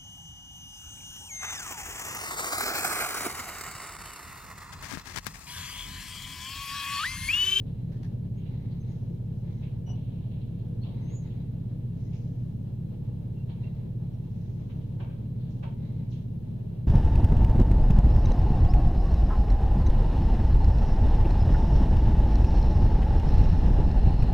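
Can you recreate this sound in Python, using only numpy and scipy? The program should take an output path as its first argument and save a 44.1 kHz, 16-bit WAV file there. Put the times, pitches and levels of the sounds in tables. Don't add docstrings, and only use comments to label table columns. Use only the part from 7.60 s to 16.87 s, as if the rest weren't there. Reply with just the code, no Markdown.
import sys
import numpy as np
from scipy import signal
from scipy.fft import rfft, irfft, next_fast_len
from scipy.io import wavfile
from scipy.ndimage import map_coordinates

SR = 44100
rng = np.random.default_rng(int(sys.argv[2]) if len(sys.argv) > 2 else 0)


def digitize_waveform(pressure):
    field = np.atleast_2d(pressure).T
    bounded = np.clip(field, -1, 1)
    quanta = np.round(bounded * 32767).astype(np.int16)
    wavfile.write(sys.argv[1], SR, quanta)


N = 408807
T = np.arange(N) / SR
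HZ = np.fft.rfftfreq(N, 1 / SR)

# (frequency [Hz], coherence [0-1])
COHERENCE = [(34, 0.91), (60, 0.98), (160, 0.99), (250, 0.83), (400, 0.3), (900, 0), (2000, 0),
             (4000, 0.02), (8000, 0.01)]
# (frequency [Hz], difference [dB])
EAR_DIFFERENCE = [(34, -2.5), (65, -3.5), (120, -.5), (175, 1), (240, 3.5), (480, 8.5), (800, -1),
                  (2000, 0), (2750, -2.5), (3700, -4.5), (5700, 2.5), (8000, 0)]

CYCLE_HZ, FIRST_FIRING_S = 5.6663, .0003
FIRINGS = [-2, -15.5, -1, -4, 0.5, -7.5]
# (multiple of the cycle rate [1], relative level [dB])
HARMONICS = [(6, -8.5), (11, -23.9), (12, -11.6), (15, -22.8), (18, 0.0), (20, -13.5), (21, -0.0),
             (22, -5.7), (23, -8.1), (24, -2.6), (25, -17.6), (26, -20.6), (27, -15.8), (28, -20.3),
             (29, -7.5), (30, -5.2), (31, -14.4), (32, -18.6), (33, -19.5), (36, -12.9), (38, -23.9),
             (39, -19.5), (42, -21.2), (45, -21.7), (47, -21.8)]
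# (frequency [Hz], width [Hz])
CABIN_MODES = [(95, 17), (145, 30.4)]
# (frequency [Hz], density [dB per Hz])
RUMBLE_SPECTRUM = [(15, -91.5), (38, -80.5), (52, -67.5), (66, -67.5), (85, -68), (115, -59.5),
                   (165, -62.5), (200, -65), (250, -72.5), (300, -74.5), (380, -77.5), (520, -86),
                   (700, -101), (1100, -125)]

# (frequency [Hz], mean level [dB], left minus right [dB])
DRIVEN_NOTES = [(61.2, -53, -2), (219.5, -56, 7.5), (243.6, -62, 4.5), (266, -64.5, -0.5), (477.8, -69, 9)]

# (frequency [Hz], density [dB per Hz])
STREET_SPECTRUM = [(400, -92), (600, -85.5), (720, -92), (900, -95.5), (1150, -103), (1500, -106),
                   (1950, -109), (3200, -107), (4100, -110), (4700, -113.5), (6500, -117), (7600, -119),
                   (11000, -116), (15500, -116)]
# (frequency [Hz], width [Hz], boost [dB])
OUTSIDE_MODES = [(870, 87, 4.5), (1020, 31, 3.5), (1734, 62, 7), (2290, 71, 4), (2745, 64, 6.5),
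                 (2960, 52, 1.5), (3250, 130, 2), (4060, 180, 3.5)]

# (start [s], length [s], level [dB])
NOISE_SWELLS = [(0, 0.55, -72.5), (0.698, 0.92, -63), (1.8, .5, -65), (3.202, 0.91, -61), (4.3, 0.55, -71),
                (5.91, 0.49, -67.5), (6.6, 0.74, -75), (8.118, 0.62, -65)]
PEAK_SHARE, FLOOR_DB = .3, -80
# (frequency [Hz], relative density [dB])
AIRY_SPECTRUM = [(300, -2.5), (900, 8), (1250, -10.5), (2100, -1.5), (3000, -5.5), (4100, -5.5),
                 (5000, -14.5), (6700, -18.5), (7300, -40)]
# (frequency [Hz], width [Hz], boost [dB])
SWELL_RESONANCES = [(1360, 590, 4.5), (2050, 230, 5), (3920, 300, 7.5)]

# (time [s], level [dB], centre [Hz], decay [s], left minus right [dB])
STEEL_SCRAPES = [(.055, -68, 3200, .06, -3), (.77, -66.5, 2800, 0.086, -5), (.849, -65, 3020, .035, -8),
                 (1.10, -67, 4400, .04, -3), (2.015, -60, 2650, 0.059, -3), (2.33, -69.5, 3080, 0.82, -4),
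                 (2.701, -65.5, 2980, 0.068, -1), (2.80, -66, 3200, .04, -5), (2.98, -70, 3600, .03, -3),
                 (3.225, -58, 3300, 0.076, -2.5), (3.465, -66, 2800, 0.073, 1.5),
                 (3.689, -64, 3070, 0.038, 1), (4.515, -64.5, 2600, 0.063, -4),
                 (5.882, -62, 3220, 0.043, -5), (7.09, -64.5, 2900, 0.036, -4),
                 (7.2, -72, 3200, .055, -4.5), (7.79, -72, 3900, .15, -8), (8.51, -62.5, 3370, 0.058, -5)]
SCRAPE_RISE_S, SCRAPE_OCTAVES, SCRAPE_TOP_HZ = 0.018, .28, 4430
# (time [s], level [dB], swell [s])
BAG_RUSTLES = [(1.24, -76, 0.063), (1.72, -79, 0.037), (1.88, -79, .06), (4.3, -76, 0.13),
               (4.52, -68.5, 0.028), (6.5, -78, .33), (7.88, -75, .03), (8.495, -68.5, 0.02)]
RUSTLE_HZ, RUSTLE_OCTAVES, RUSTLE_FADE_RATIO = 5870, 0.29, 3.4

# (time [s], level [dB], decay [s], left minus right [dB])
LID_TAPS = [(.315, -62, 0.068, 0), (.429, -55.5, 0.026, 4), (4.1, -72, .04, -2), (4.821, -72, .02, -1),
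            (5.78, -72, .02, -11)]
# (frequency [Hz], relative density [dB])
TAP_SPECTRUM = [(400, -3.5), (900, 4), (1300, -5.5), (1700, 4), (2300, -7.5), (4000, -5.5), (6300, -11.5),
                (7500, -22)]
# (time [s], level [dB], centre [Hz], decay [s])
ROAD_BUMPS = [(1.495, -50, 380, 0.033), (2.268, -53, 655, 0.075), (3.095, -50.5, 384, 0.046),
              (3.24, -59.5, 766, 0.21), (3.33, -52.5, 359, 0.25), (3.505, -47, 361, 0.026),
              (3.79, -60, 580, .03), (4.447, -50, 355, .03), (6.935, -64, 636, 0.027),
              (8.325, -54, 410, 0.035), (9.035, -49.5, 367, 0.032)]
# (time [s], level [dB], decay [s])
BIN_CLANKS = [(2.262, -58, 0.065), (5.885, -57, 0.064), (7.088, -56.5, 0.026), (7.394, -48, 0.06),
              (7.494, -58.5, 0.051), (8.024, -45, 0.044)]
# (frequency [Hz], relative density [dB])
CLANK_SPECTRUM = [(200, -15.5), (600, 7), (1050, 0.5), (1400, -5.5), (2000, -10), (3000, -6.5),
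                  (3900, -14.5), (5000, -26.5), (6500, -31), (8000, -42.5)]
# (frequency [Hz], width [Hz], boost [dB])
BIN_RESONANCES = [(557, 37, 8), (905, 29, 12.5), (972, 31, 6.5), (1574, 89, 7.5), (2315, 170, 7),
                  (2700, 130, -1.5), (2670, 60, 9), (3200, 110, 4)]

# (time of top [s], rise [s], fall [s], top pitch [Hz], level [dB], pitch sag [share])
THIN_CHIRPS = [(.788, .05, .03, 6700, -76, .09), (1.212, 0.028, .06, 6300, -72, .04),
               (1.295, .06, 0.15, 6530, -78, .035), (3.568, .17, .095, 6810, -59.5, .095)]
CHIRP_FADE_DB = -18.5

# (time [s], length [s], pitch [Hz], level [dB],
# octave relative to fundamental [dB], left minus right [dB], rms pitch jitter [share])
METAL_SQUEAKS = [(2.257, 0.092, 2934, -59.5, -1.5, 7, .004), (2.269, 0.092, 2927, -61, -41, 0, 0.02),
                 (3.212, .04, 4260, -63, -45.5, -8, .014), (4.46, 0.061, 2020, -75.5, -40, 1, .012),
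                 (5.75, .099, 2740, -73, -30, -13, .003), (6.029, 0.06, 2740, -63, -45, -16, .003),
                 (6.498, .08, 2830, -83, 8, 1, .004)]


def amp(db):
    return 10 ** (np.asarray(db) / 20)


def unit(x):
    return x / np.sqrt(np.mean(x ** 2) + 1e-20)


def read(points, hz):
    f, value = np.transpose(points)
    return np.interp(np.log(hz + 1), np.log(f + 1), value)


def pan(db):
    return amp(np.array([[.5], [-.5]]) * db)


def peaks(modes, hz):
    return sum(db / (1 + (2 * (hz - f) / width) ** 2) for f, width, db in modes)


def bell(hz, centre, octaves):
    distance = np.log2((hz + 1) / centre)
    gain = np.exp(-(distance / octaves / 2) ** 2)
    return 20 * np.log10(gain + 1e-5)


def drift(rate_hz):
    knots = rng.standard_normal(16384)
    places = np.arange(N // 32 + 1) * 64 * rate_hz / SR
    curve = map_coordinates(knots, [places], order=3, mode="wrap")
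    return unit(curve).repeat(32)[:N]


def noise(db):
    size = next_fast_len(N)
    hz = np.fft.rfftfreq(size, 1 / SR)
    a, b = rfft(rng.standard_normal((2, size))) * np.sqrt(SR / 2)
    same = np.clip(read(COHERENCE, hz), -1, 1)
    right = same * a + np.sqrt(1 - same ** 2) * b
    pair = np.array([a, right]) * pan(read(EAR_DIFFERENCE, hz))
    return irfft(pair * amp(np.interp(hz, HZ, db)), size)[:, :N]


def add(mix, s, sound):
    part = mix[:, max(round(s * SR), 0):][:, :sound.shape[1]]
    part += sound[:, :part.shape[1]]


def rattle(colour_db, rise, decay, grain_db):
    t = np.arange(SR) / SR
    size = amp(grain_db * rng.standard_normal(SR // 128 + 1)).repeat(128)[:SR]
    decay_curve = np.exp(-np.maximum(t - rise, 0) / decay)
    swell = np.minimum(t / rise, 1) * decay_curve * (1 - t ** 4)
    impacts = unit(rng.standard_normal((2, SR)) * size) * swell
    log_gain = np.log(unit(amp(np.maximum(colour_db, -70))))
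    mirrored = np.r_[log_gain, log_gain[-2:0:-1]]
    causal = np.conj(signal.hilbert(mirrored))[:len(log_gain)]
    return irfft(rfft(impacts) * np.exp(causal), SR)


def engine(wander=.0012, throb=0.16, tones_db=-33.63, rumble_db=-0.72, swell_db=0.1):
    turns = CYCLE_HZ * (T - FIRST_FIRING_S) + wander * drift(rate_hz=1.0)
    place = np.arange(len(FIRINGS)) / len(FIRINGS)
    cycle = np.linspace(0, 1, 2048)
    boom = np.zeros((2, len(cycle)))
    for k, db in HARMONICS:
        hz = k * CYCLE_HZ
        firing_phase = np.angle(np.sum(amp(FIRINGS) * np.exp(-2j * np.pi * k * place)))
        lag = sum(2 * np.arctan2(hz * width, f ** 2 - hz ** 2) for f, width in CABIN_MODES)
        skew = np.arccos(np.clip(read(COHERENCE, hz), -1, 1)) * (-1) ** k * np.array([[.5], [-.5]])
        wave = np.cos(2 * np.pi * k * cycle + firing_phase - lag + skew)
        boom += amp(db) * pan(read(EAR_DIFFERENCE, hz)) * wave
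    tones = unit(np.array([np.interp(turns % 1, cycle, ear) for ear in boom]))
    envelope = unit(abs(signal.hilbert(boom[0])))
    puffs = np.interp(turns % 1, cycle, envelope)
    rumble = noise(read(RUMBLE_SPECTRUM, HZ)) * unit(1 - throb + throb * puffs)
    load = amp(swell_db * drift(rate_hz=0.98))
    return load * (amp(tones_db) * tones + amp(rumble_db) * rumble)


def whine(waver=.0015, flutter_db=2):
    out = np.zeros((2, N))
    for hz, db, side in DRIVEN_NOTES:
        turns = np.cumsum(hz * (1 + waver * drift(rate_hz=3))) / SR
        level = amp(db + flutter_db * drift(rate_hz=2))
        out += pan(side) * level * unit(np.sin(2 * np.pi * turns))
    return out


def street(level_db=-1.0, flutter_db=1.22):
    hiss = noise(read(STREET_SPECTRUM, HZ) + peaks(OUTSIDE_MODES, HZ))
    lowpass = signal.butter(2, 4500, fs=SR, output="sos")
    clatter = signal.sosfiltfilt(lowpass, hiss)
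    flutter = amp(flutter_db * drift(rate_hz=12)) - 1
    return amp(level_db) * (hiss + clatter * flutter)


def noise_swells(slow_db=2.5, fast_db=1.5):
    power = amp(FLOOR_DB) ** 2
    for s, length, db in NOISE_SWELLS:
        ramp = np.interp((T - s) / length, [0, PEAK_SHARE, 1], [0, 1, 0])
        power = power + amp(db) ** 2 * np.sin(np.pi / 2 * ramp) ** 2 * ramp
    roughness = unit(amp(slow_db * drift(rate_hz=8.2) + fast_db * drift(rate_hz=130)))
    airy = unit(noise(read(AIRY_SPECTRUM, HZ) + peaks(SWELL_RESONANCES, HZ)))
    return np.sqrt(power) * roughness * airy


def rubbing(rustle_side_db=1.0):
    out, hz = np.zeros((2, N)), np.fft.rfftfreq(SR, 1 / SR)
    glass = 0.84 * peaks(OUTSIDE_MODES, hz) - 10 * np.log10(1 + (hz / 6850) ** 50)
    steel = glass - 10 * np.log10(1 + (hz / SCRAPE_TOP_HZ) ** 18)
    for s, db, centre, decay, side in STEEL_SCRAPES:
        colour = bell(hz, centre, SCRAPE_OCTAVES) + steel
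        scrape = rattle(colour, SCRAPE_RISE_S, decay, grain_db=1.0)
        add(out, s, amp(db) * pan(side) * scrape)
    bags = bell(hz, RUSTLE_HZ, RUSTLE_OCTAVES) + glass
    for s, db, swell in BAG_RUSTLES:
        rustle = rattle(bags, swell, RUSTLE_FADE_RATIO * swell, grain_db=2.5)
        add(out, s, amp(db) * pan(rustle_side_db) * rustle)
    return out


def echoes(x, t60=0.41, wet_db=-10):
    t = np.arange(SR // 2) / SR
    tail = rng.standard_normal((2, len(t))) * amp(-60 * t / t60) * (t > .004)
    tail = tail / np.linalg.norm(tail[0])
    return x + amp(wet_db) * signal.fftconvolve(x, tail, axes=1)[:, :N]


def bins(clank_side_db=-1, bump_side_db=4.5):
    out, hz = np.zeros((2, N)), np.fft.rfftfreq(SR, 1 / SR)
    tap_colour = read(TAP_SPECTRUM, hz)
    for s, db, decay, side in LID_TAPS:
        tap = rattle(tap_colour, rise=0.0037, decay=decay, grain_db=4.0)
        add(out, s, amp(db) * pan(side) * tap)
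    for s, db, centre, decay in ROAD_BUMPS:
        bump = rattle(bell(hz, centre, octaves=0.27), rise=0.0095, decay=decay, grain_db=-2)
        add(out, s, amp(db) * pan(bump_side_db) * bump)
    steel = read(CLANK_SPECTRUM, hz) + peaks(BIN_RESONANCES, hz)
    for s, db, decay in BIN_CLANKS:
        clank = rattle(steel, rise=.012, decay=decay, grain_db=0.5)
        add(out, s, amp(db) * pan(clank_side_db) * clank)
    return out


def chirps(jitter=.005, side_db=-6, top_width=0.44):
    out = np.zeros((2, N))
    for s, rise, fall, hz, db, sag in THIN_CHIRPS:
        t = np.arange(-rise, fall, 1 / SR)
        away = np.maximum(-t / rise, t / fall)
        arch = np.exp(-(away / top_width) ** 2)
        pitch = hz * (1 - sag * (1 - arch)) * (1 + jitter * drift(rate_hz=110)[:len(t)])
        whistle = unit(np.sin(2 * np.pi * np.cumsum(pitch) / SR))
        level = amp(db + CHIRP_FADE_DB * (1 - arch)) * (1 - away ** 8)
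        add(out, s - rise, pan(side_db) * level * whistle)
    return out


def squeaks(flutter_db=3, rasp=0.18):
    out = np.zeros((2, N))
    for s, length, hz, db, octave_db, side, jitter in METAL_SQUEAKS:
        n = round(length * SR)
        pitch = hz * (1 + jitter * drift(rate_hz=110)[:n])
        phase = 2 * np.pi * np.cumsum(pitch) / SR
        grip = amp(flutter_db * drift(rate_hz=46)[:n]) * (1 + rasp * drift(rate_hz=380)[:n])
        note = (np.sin(phase) + amp(octave_db) * np.sin(2 * phase)) * grip
        swell = np.sin(np.pi * np.arange(n) / n)
        add(out, s, pan(side) * amp(db) * unit(note) * swell)
    return out


def scene():
    steady = engine() + whine() + street()
    return steady + noise_swells() + echoes(rubbing() + bins() + chirps() + squeaks())


def record(dry):
    lowpass = signal.firwin(511, 15750, window=("kaiser", 9), fs=SR)
    return signal.oaconvolve(dry, lowpass[None], "same")


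dry = scene()
out = record(dry)
digitize_waveform(out)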